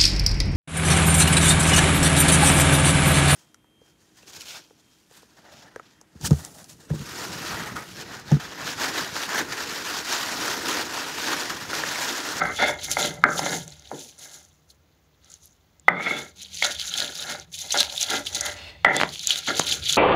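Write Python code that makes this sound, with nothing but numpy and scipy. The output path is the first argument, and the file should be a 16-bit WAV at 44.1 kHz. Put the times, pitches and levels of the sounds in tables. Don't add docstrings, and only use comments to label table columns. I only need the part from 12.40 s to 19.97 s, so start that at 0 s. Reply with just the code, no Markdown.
import sys
import numpy as np
from scipy import signal
from scipy.fft import next_fast_len
from scipy.io import wavfile
from scipy.ndimage import uniform_filter1d

SR = 44100
rng = np.random.default_rng(int(sys.argv[2]) if len(sys.argv) > 2 else 0)


def to_wav(sig):
    pcm = np.clip(np.atleast_2d(sig), -1, 1) * 32767
    pcm = np.round(pcm).astype(np.int16)
    wavfile.write(sys.argv[1], SR, pcm.T)


N = 333837

# frequency in Hz, relative level in dB,
# 60 dB decay in s.
SLAB_MODES = [
    [(146, -6, 0.062), (238, 2, 0.032), (286.3, 4, 0.038), (382, -1, 0.068), (446, 7.5, 0.03)],
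    [(599.4, -3.5, 0.063), (764, 12.5, 0.014), (860, 6, 0.012), (1170, -10.5, 0.014)],
    [(1402, 9, 0.013), (1592, 4, 0.017), (1693, -2.5, 0.014)],
    [(2074, 6, 0.017), (1900, -10.5, 0.03), (2020, -2.5, 0.012), (3450, -11, 0.01), (2730, -5.5, 0.0069)],
]
# time in s, strongest middle mode in Hz,
# strongest high mode in Hz.
SPOT_TUNING = [(0.1, 1336, 2050), (.22, 1479, 2120), (.86, 1367, 2050), (.97, 1335, 2050),
               (1.07, 1480, 2090), (3.48, 1316, 2030), (3.56, 1270, 2090), (3.62, 1371, 2170),
               (4.3, 1471, 2140), (6.44, 1400, 1985), (7.1, 1435, 2080)]
# start in s, hold in s, level of the low modes in dB,
# then bass, middle and high modes relative to the low modes in dB.
DRAGS = [(0.0, 0.092, -35, -3.5, 7, 4), (0.19, 0.045, -26.5, -7, 0, 1),
         (0.281, 0.0049, -27.5, -6.5, -1.5, 1), (0.495, 0.015, -44.5, 2, 2, 4.5),
         (0.574, 0.077, -32.5, -1.5, -2.5, -2), (.76, 0.11, -41.5, -4, -6, -5),
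         (0.843, 0.09, -36, 1, 6.5, -8), (1.02, 0.13, -35.5, -2.5, -2, -5),
         (1.3, 0.3, -64.5, -4.5, -3, -0.5), (1.517, 0.0091, -37.5, 3.5, -10, -25),
         (1.799, 0.17, -58.5, -3.5, 1.5, -1), (2.858, 0.062, -72.5, 3.5, 8, 3),
         (3.485, 0.041, -31.5, -1, 2.5, -11), (3.59, 0.064, -41, -1.5, 0, 9.5),
         (3.664, 0.0082, -34.5, -4, 2.5, 10), (3.743, 0.043, -40, 2.5, 2, 3.5),
         (4.0, 0.24, -68, 1.5, -2, 1), (4.227, 0.039, -37.5, -9, 4.5, -2), (4.42, 0.23, -58.5, -6, 11.5, 4),
         (4.62, 0.012, -38.5, -2.5, 1.5, -4), (4.801, 0.068, -51, -3, 7.5, -6),
         (4.898, 0.005, -36.5, -6, 2, -2), (5.241, 0.14, -51, -8, -7, -1), (5.348, 0.007, -29.5, -8, 3, -6),
         (5.42, 0.13, -46.5, -16, -10, -23), (5.65, 0.098, -45.5, -16, -2.5, -9),
         (5.747, 0.0034, -32, -2, 2, -1), (5.96, 0.013, -43, -6.5, -4.5, -5),
         (6.064, 0.0026, -34, -8.5, 2, 3), (6.2, 0.16, -53.5, -4, -22, -1), (6.449, 0.07, -28, -6.5, -2, 7),
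         (6.54, 0.08, -34.5, -1.5, -8, -3), (6.9, 0.084, -50, -4.5, 5.5, 2),
         (7.076, 0.022, -35.5, 3, 7, -1), (7.15, 0.047, -44.5, 3, -3, 1), (7.3, 0.025, -43.5, 4, 6, -2),
         (7.51, 0.077, -53.5, 3.5, 11.5, 5.5)]
DRAG_FADE_MS = [122.3, 110, 99, 91]
# peak time in s, 20 dB fade in ms,
# coarse crunch in dB, fine fizz in dB.
PUSHES = [(.05, 178, -43.5, -45.5), (0.168, 118, -37.5, -35), (0.222, 97, -29, -39), (0.286, 62, -43, -31),
          (0.443, 72, -33, -32.5), (0.52, 43, -27, -21.5), (0.598, 47, -30.5, -25), (0.652, 79, -25, -26),
          (0.933, 108, -42, -38), (0.99, 38, -29, -24.5), (1.062, 95, -32, -30.5),
          (1.136, 93.5, -31, -26.5), (1.33, 159.5, -50.5, -54), (1.461, 99.5, -49.5, -63),
          (1.61, 211, -45, -41.5), (1.83, 164, -49, -43), (1.95, 153, -51.5, -45), (2.306, 31.5, -61, -51),
          (2.86, 63, -57, -64), (2.93, 92, -53.5, -50.5), (3.05, 103, -64, -53.5), (3.64, 74.5, -42, -44.5),
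          (3.7, 112, -43, -42), (3.79, 134, -40.5, -40), (4.021, 102.5, -42, -44.5),
          (4.16, 86.5, -35.5, -39.5), (4.242, 125, -26.5, -30.5), (4.32, 61, -32.5, -36.5),
          (4.413, 68, -28, -35), (4.485, 102, -36, -34.5), (4.594, 149, -25.5, -30), (4.76, 89, -38, -39),
          (4.82, 85, -33, -34), (4.909, 94, -31, -34), (5.018, 31.5, -40, -49), (5.151, 36, -35, -35),
          (5.21, 111.5, -35, -34.5), (5.332, 76, -25.5, -30.5), (5.39, 90, -21.5, -27.5),
          (5.5, 77, -37.5, -43), (5.563, 79, -33, -33), (5.618, 43, -20.5, -24), (5.704, 89, -27.5, -30.5),
          (5.759, 82, -26, -31.5), (5.87, 66, -34.5, -36.5), (5.956, 91, -32, -32), (6.066, 99, -29, -32),
          (6.26, 169, -51, -73), (6.56, 93, -35, -41), (6.61, 79, -30.5, -40.5), (6.74, 172, -36, -40),
          (6.84, 100, -36, -38), (6.914, 109, -25, -32), (6.98, 39, -28.5, -30.5), (7.081, 72, -24, -32),
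          (7.188, 97, -25, -29.5), (7.29, 78, -24.5, -29.5), (7.328, 58, -21, -25), (7.459, 63, -27, -33.5),
          (7.501, 43, -22.5, -23.5), (7.533, 54, -24.5, -26.5)]
# frequency in Hz,
# relative density in dB per Hz.
CRUNCH_SPECTRUM = [(1410, -28), (2450, -11), (2810, -11.5), (3560, -8), (3870, -7.5), (5400, -15.5),
                   (7020, -22), (11900, -120)]
# frequency in Hz,
# relative density in dB per Hz.
FIZZ_SPECTRUM = [(3060, -23), (5200, -11), (5600, -9.5), (6460, -4.5), (7220, -8), (7740, -15),
                 (8450, -17.5), (9270, -13.5), (10100, -11), (13600, -24), (14900, -18), (15700, -30)]
# start in s, end in s, friction gain in dB.
LIFTS = [(1.74, 1.785, -7), (3.915, 3.955, -9), (5.055, 5.115, -8), (5.82, 5.852, -6)]
# time in s, level in dB, centre in Hz.
THRUM = [(0.0, -35.5, 164.5), (.3, -72, 170), (.52, -45.5, 150.5), (.9, -42, 165), (1.24, -39, 160.8),
         (1.4, -66, 148.7), (3.42, -76.5, 161), (3.52, -37, 169), (3.85, -65, 190.3), (4.62, -55.5, 164.1),
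         (6.4, -63.5, 151.6), (6.5, -36.5, 178.5), (6.9, -62, 150.5), (7.57, -47, 147.5)]
# frequency in Hz, relative density in dB per Hz.
AIR_SPECTRUM = [(20, -34), (75, -13), (102, -18.5), (144, -11.5), (184, -13.5), (380, -17), (1680, -26),
                (6630, -33.5), (8450, -47.5), (15700, -33)]
# time in s, level in dB.
RUMBLE = [(0.0, -48), (1.22, -58), (1.9, -68), (2.8, -65), (3.58, -65), (4.36, -55), (4.78, -61),
          (6.39, -48.5), (7.04, -64), (7.21, -50), (7.57, -44)]
# start in s, hold in s, level in dB,
# extra of the stone's first mode in dB.
SLIDES = [(0.188, 0.097, -40, 9), (0.593, 0.051, -53.5, 19), (3.488, 0.15, -68, 16.5),
          (3.64, 0.14, -45.5, 7), (6.168, 0.13, -43, -14), (6.31, 0.12, -58.5, -7),
          (6.557, 0.037, -42.5, 10)]
# frequency in Hz, relative level in dB, 60 dB decay in s.
STONE_MODES = [(3470, 0, 0.02), (2690, 1, 0.039), (2900, 0, 0.024), (4240, 1.5, 0.025), (4780, -12, .025),
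               (3670, -3.5, .025), (2260, -7, .04), (3300, 9.5, .003)]
# time in s, peak in dB,
# low, middle and high mode shares at that spot in dB, free ringing (decay constant) in ms.
KNOCKS = [(.1905, -19, 0, 3, 8, 12), (.226, -10, 9, -10, 3, 10), (0.5691, -9.5, 23, 20, 22.5, 45),
          (0.839, 3, -15.5, 8, -0.5, 9.1), (0.993, -12, 22, -29, 9, 8.4), (1.0625, -14.5, 5, 1, 4, 39),
          (1.515, -19.5, 5, -8, -17, 12), (3.4821, 1, 2.5, 6.5, 1.5, 7.6), (3.4846, 0, -2, -19, 12.5, 21.3),
          (4.224, -7.5, -6.5, -15, 7, 8.2), (5.344, -13.5, 2.5, -1, -5, 19), (6.448, 2.5, 3, 5.5, 9, 7.8),
          (6.6009, -6, -9, -9, 16, 0.22), (6.6137, -1, 23.5, 17, 19.5, 0.14), (6.634, 0, 7, -14, 6.5, 0.2),
          (7.085, -15.5, -12, 21, 25, 14), (7.197, -2.5, 21, -1, 9, 0.23)]
# time in s, peak in dB,
# pitch in Hz, length in ms.
CRACKS = [ (0.628, -11, 3600, 1.4), (0.992, -13, 5500, 1.5), (1.096, -18, 3980, 2),
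          (1.279, -23.5, 6860, 0.78), (1.305, -31, 7100, 1.1), (1.322, -32, 4520, 4),
          (1.396, -34, 6400, 1.6), (1.474, -34.5, 4000, 2.5), (1.5932, -25, 6600, 0.64),
          (1.789, -35, 8920, 2.5), (1.943, -31.5, 7100, 1.5), (2.05, -39.5, 6860, 1.3),
          (2.303, -41, 4430, 4.5), (2.845, -41.5, 6400, 3.7), (2.9, -40, 7000, 5.6),
          (2.918, -31.5, 6500, 0.93), (2.94, -28, 6980, 2.6), (3.035, -49.5, 6160, 2.2),
          (3.0569, -36, 12130, 1.5), (3.397, -38.5, 7400, 1.8), (3.483, -24, 3350, 1.5),
          (4.032, -26, 5960, 1.4), (4.2263, -11.5, 3440, 3.1), (4.2458, -10, 3780, 0.9),
          (4.2513, -8, 3830, 2.3), (4.3974, -13, 3960, 1.2), (4.5389, -13.5, 3470, 2.7),
          (4.575, -16, 6340, 3.9), (4.603, -7.5, 4160, 0.99), (4.754, -20, 4630, 1.0),
          (4.825, -14.5, 4170, 1.1), (4.998, -25, 6180, 2.1), (5.306, -16, 4060, 5.7),
          (5.322, -11, 6300, 4.5), (5.3746, -6.5, 6140, 1.4), (5.4034, -4, 4060, 6),
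          (5.4304, -5, 4080, 0.16), (5.578, -13, 3690, 3.4), (5.612, -10, 6400, 1.8),
          (5.629, -7.5, 6580, 1.3), (5.853, -30, 4020, 3.9), (5.8683, -16, 3300, 4.5),
          (5.9475, -14, 6600, 2.1), (6.009, -9.5, 6620, 4), (6.4466, -14, 3210, 6.7),
          (6.5663, -5, 7130, 0.21), (6.6144, -11, 3070, 0.6), (6.634, -16, 3320, 0.7),
          (6.691, -22.5, 4400, 1.8), (6.758, -20, 3300, 1.9), (6.794, -19, 4240, 2.7),
          (6.8717, -5, 7060, 1.55), (6.8976, -11, 6540, 0.75), (6.906, -5.5, 3210, 9.3),
          (6.9585, -11.5, 3840, 0.94), (7.195, -5, 6600, 2.56), (7.3257, -7.5, 3480, 0.71),
          (7.497, -10, 3460, 1.3), (7.526, -8, 6500, 2.4), (7.5586, -12.5, 4240, 3.4)]

DRAG_RISE_MS, LANDING_RISE_MS = 90, 11
SLAB_REST_DB, CRUSH_REST_DB, AIR_DB = -87.5, -78.5, -66
SWELL_SHARE = 0.75
FADE_EXPONENT = 0.88
ROOM_DB, EDGE_HZ = -21.0, 16700


def amp(db):
    return 10 ** (np.asarray(db) / 20)


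def evened(x):
    return x / np.sqrt(np.mean(x ** 2) + 1e-20)


def curve(rows, column):
    rows = np.asarray(rows)
    return np.interp(np.arange(N) / SR, rows[:, 0], rows[:, column])


def add(mix, start_s, sound):
    part = mix[round(start_s * SR):][:len(sound)]
    part += sound[:len(part)]


def coloured(x, points):
    hz, db = np.transpose(points)
    bins_hz = np.abs(np.fft.fftfreq(8192, 1 / SR))
    gain_db = np.interp(np.log(bins_hz + 1), np.log(hz), db, -100, -100)
    log_gain = gain_db * np.log(10) / 20
    taps = np.fft.ifft(np.exp(np.conj(signal.hilbert(log_gain)))).real[:4096]
    return signal.oaconvolve(x, taps)[:len(x)]


def ring(modes, shift_hz=0):
    t = np.arange(SR // 6) / SR
    x = sum(amp(db - 60 * t / t60_s) * np.sin(2 * np.pi * (hz + shift_hz) * t)
            for hz, db, t60_s in modes)
    return x / np.linalg.norm(x)


def grit(per_s, spread_db, clump_db, clump_ms):
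    size = amp(spread_db * np.minimum(rng.exponential(1, N), 4.5)) * rng.standard_normal(N)
    width = max(round(clump_ms * SR / 1000), 2)
    smooth = uniform_filter1d(rng.standard_normal(N), width)
    clumps = evened(uniform_filter1d(smooth, width))
    slips = rng.random(N) < per_s / SR
    return evened(size * slips * amp(clump_db * clumps))


def swell(start_s, hold_s, rise_ms, fade_ms):
    ms = np.arange(0, N / SR * 1000) - start_s * 1000
    rise = np.maximum(-ms, 0) / rise_ms
    fade = (np.maximum(ms - hold_s * 1000, 0) / fade_ms) ** FADE_EXPONENT
    return amp(-2 * 20 * (rise + fade))


def gains(power):
    t = np.arange(N) / SR
    return [np.interp(t, np.arange(len(p)) / 1000, np.sqrt(p)) for p in power]


def detune():
    middle_hz = curve(SPOT_TUNING, 1) - SLAB_MODES[2][0][0]
    high_hz = curve(SPOT_TUNING, 2) - SLAB_MODES[3][0][0]
    return [np.zeros(N), np.zeros(N), middle_hz, high_hz]


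def drag_gains():
    power, fade_ms = amp(2 * SLAB_REST_DB), np.array(DRAG_FADE_MS)[:, None]
    for start_s, hold_s, db, bass_db, middle_db, high_db in DRAGS:
        landed = min(abs(start_s - knock[0]) for knock in KNOCKS) < .012
        rise_ms = LANDING_RISE_MS if landed else DRAG_RISE_MS
        group_db = db + np.array([[bass_db], [0], [middle_db], [high_db]])
        power = power + amp(group_db) ** 2 * swell(start_s, max(hold_s, 0), rise_ms, fade_ms)
    return gains(power)


def slab_drag():
    shared = grit(per_s=3000, spread_db=2.5, clump_db=3.8, clump_ms=9)
    t, touch_db = np.arange(N) / SR, np.zeros(N)
    for s, db, *_, ms in KNOCKS:
        approach = (t < s) * np.clip(1 + (t - s) / 0.12, 0, 1)
        touch_db -= 14 * (ms > 2) * (db > -5) * approach
    cushion = 1 - np.exp(-np.arange(SR // 6) / SR / 0.0061)
    lead = 2000
    out = np.zeros(N)
    for modes, gain, shift_hz in zip(SLAB_MODES, drag_gains(), detune()):
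        drive = evened(shared + 0.6 * rng.standard_normal(N)) * gain * amp(touch_db)
        drive = np.r_[drive[lead:0:-1], drive]
        soft = ring(modes) * cushion
        rung = signal.oaconvolve(drive, soft / np.linalg.norm(soft))[lead:lead + N]
        if shift_hz.any():
            analytic = signal.hilbert(rung, next_fast_len(N))[:N]
            rung = (analytic * np.exp(2j * np.pi * np.cumsum(shift_hz) / SR)).real
        out += rung
    return out


def blips(low_hz, high_hz):
    t, pitches_hz = np.arange(512) / SR, np.geomspace(low_hz, high_hz, num=12)
    shape = np.exp(-t / 0.001) * (1 - np.exp(-t / 0.0001))
    breaks = grit(per_s=2200, spread_db=2.8, clump_db=3.5, clump_ms=12)
    piece = rng.integers(0, len(pitches_hz), N)
    out = np.zeros(N)
    for k, hz in enumerate(pitches_hz):
        blip = shape * np.sin(2 * np.pi * hz * t)
        out += signal.oaconvolve(breaks * (piece == k), blip)[:N]
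    return evened(out)


def push_gains():
    power = amp(2 * CRUSH_REST_DB)
    for peak_s, fade_ms, crunch_db, fizz_db in PUSHES:
        fade_ms = max(fade_ms, 10)
        gesture = swell(peak_s, 0, SWELL_SHARE * fade_ms, fade_ms)
        power = power + np.outer(amp([crunch_db, fizz_db]) ** 2, gesture)
    return gains(power)


def crunch():
    snaps, splinters = (grit(per_s=3000, spread_db=2.2, clump_db=3.0, clump_ms=8) for _ in range(2))
    body = .6 * blips(3000, 4700) + .9 * snaps + .35 * rng.standard_normal(N)
    fizz = 1.1 * blips(5700, 7600) + 1.8 * snaps + 2.5 * splinters + 0.31 * rng.standard_normal(N)
    coarse_gain, fine_gain = push_gains()
    coarse = evened(coloured(body, CRUNCH_SPECTRUM)) * coarse_gain
    return coarse + evened(coloured(fizz, FIZZ_SPECTRUM)) * fine_gain


def thrum():
    slow = signal.lfilter(*signal.butter(2, 18, fs=SR), rng.standard_normal((2, N)))
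    phase = 2 * np.pi * np.cumsum(curve(THRUM, 2)) / SR
    tone = slow[0] * np.cos(phase) + slow[1] * np.sin(phase)
    return evened(tone) * amp(curve(THRUM, 1))


def kitchen():
    air = amp(AIR_DB) * evened(coloured(rng.standard_normal(N), AIR_SPECTRUM))
    band = signal.butter(2, [62, 95], "band", fs=SR, output="sos")
    low = signal.sosfilt(band, rng.standard_normal(N))
    return air + evened(low) * amp(curve(RUMBLE, 1))


def slides():
    power = 0
    for start_s, hold_s, db, first_db in SLIDES:
        gesture = swell(start_s, max(hold_s, 0), 34.6, 66)
        power = power + np.outer(amp([db + first_db, db]) ** 2, gesture)
    rub = rng.standard_normal(N)
    groups = STONE_MODES[:1], STONE_MODES[1:]
    return sum(signal.oaconvolve(rub * gain, ring(modes))[:N] for gain, modes in zip(gains(power), groups))


def knocks():
    out, t = np.zeros(N), np.arange(SR // 6) / SR
    blow, shifts_hz = signal.windows.hann(8), detune()
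    for s, db, low_db, middle_db, high_db, ms in KNOCKS:
        bass, low, middle, high = (ring(modes, shift[round(s * SR)])
                                   for modes, shift in zip(SLAB_MODES, shifts_hz))
        sound = amp(-25.5) * bass - amp(low_db) * low + amp(middle_db) * middle + amp(high_db) * high
        settle = (1 - np.exp(-t / 0.0013)) * (0.01 * ms + np.exp(-t * 1000 / ms))
        sound = np.convolve(sound * settle, blow)
        add(out, s, amp(db) * sound / np.abs(sound).max())
    return out


def cracks():
    out, t = np.zeros(N), np.arange(900) / SR - .001
    click_band = signal.butter(2, [2800, 12000], "band", fs=SR)
    for s, db, hz, ms in CRACKS:
        fall = np.exp(-t * 1200 / max(ms, .2)) + .03 * ms * np.exp(-t / 0.003)
        envelope = np.where(t < 0, np.exp(t / 0.000083), fall)
        wide = signal.lfilter(*click_band, rng.standard_normal(900))
        pitch_band = signal.butter(1, [hz * 0.93, hz * 1.013], "band", fs=SR)
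        sound = envelope * (evened(signal.lfilter(*pitch_band, wide)) + 0.11 * wide)
        add(out, s - .001, amp(db) * sound / np.abs(sound).max())
    return out


def lifted():
    t = np.arange(N) / SR
    drop_db = sum(db * (t > from_s) * (t < to_s) * 1. for from_s, to_s, db in LIFTS)
    return amp(uniform_filter1d(drop_db, SR // 100))


def room(x):
    at = np.arange(300, SR // 3, 22)
    taps = np.zeros(SR // 3 + 22)
    signs = rng.choice([-1., 1.], len(at))
    taps[at + rng.integers(0, 22, len(at))] = signs * amp(-60 * at / SR / 0.2)
    taps = signal.lfilter(*signal.butter(3, 2400, fs=SR), taps)
    return signal.oaconvolve(x, taps / np.linalg.norm(taps))[:N]


def scene():
    friction = (slab_drag() + crunch() + slides()) * lifted()
    near = friction + knocks() + cracks()
    near = signal.lfilter(*signal.butter(3, 120, "high", fs=SR), near)
    return (near + amp(ROOM_DB) * room(near) + kitchen() + thrum())[None]


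def record(dry):
    clipped = np.clip(dry, -1, 1)
    taps = signal.firwin(511, EDGE_HZ, window=("kaiser", 9), fs=SR)
    return signal.oaconvolve(clipped, taps[None], "same")


dry = scene()
out = record(dry)
to_wav(out)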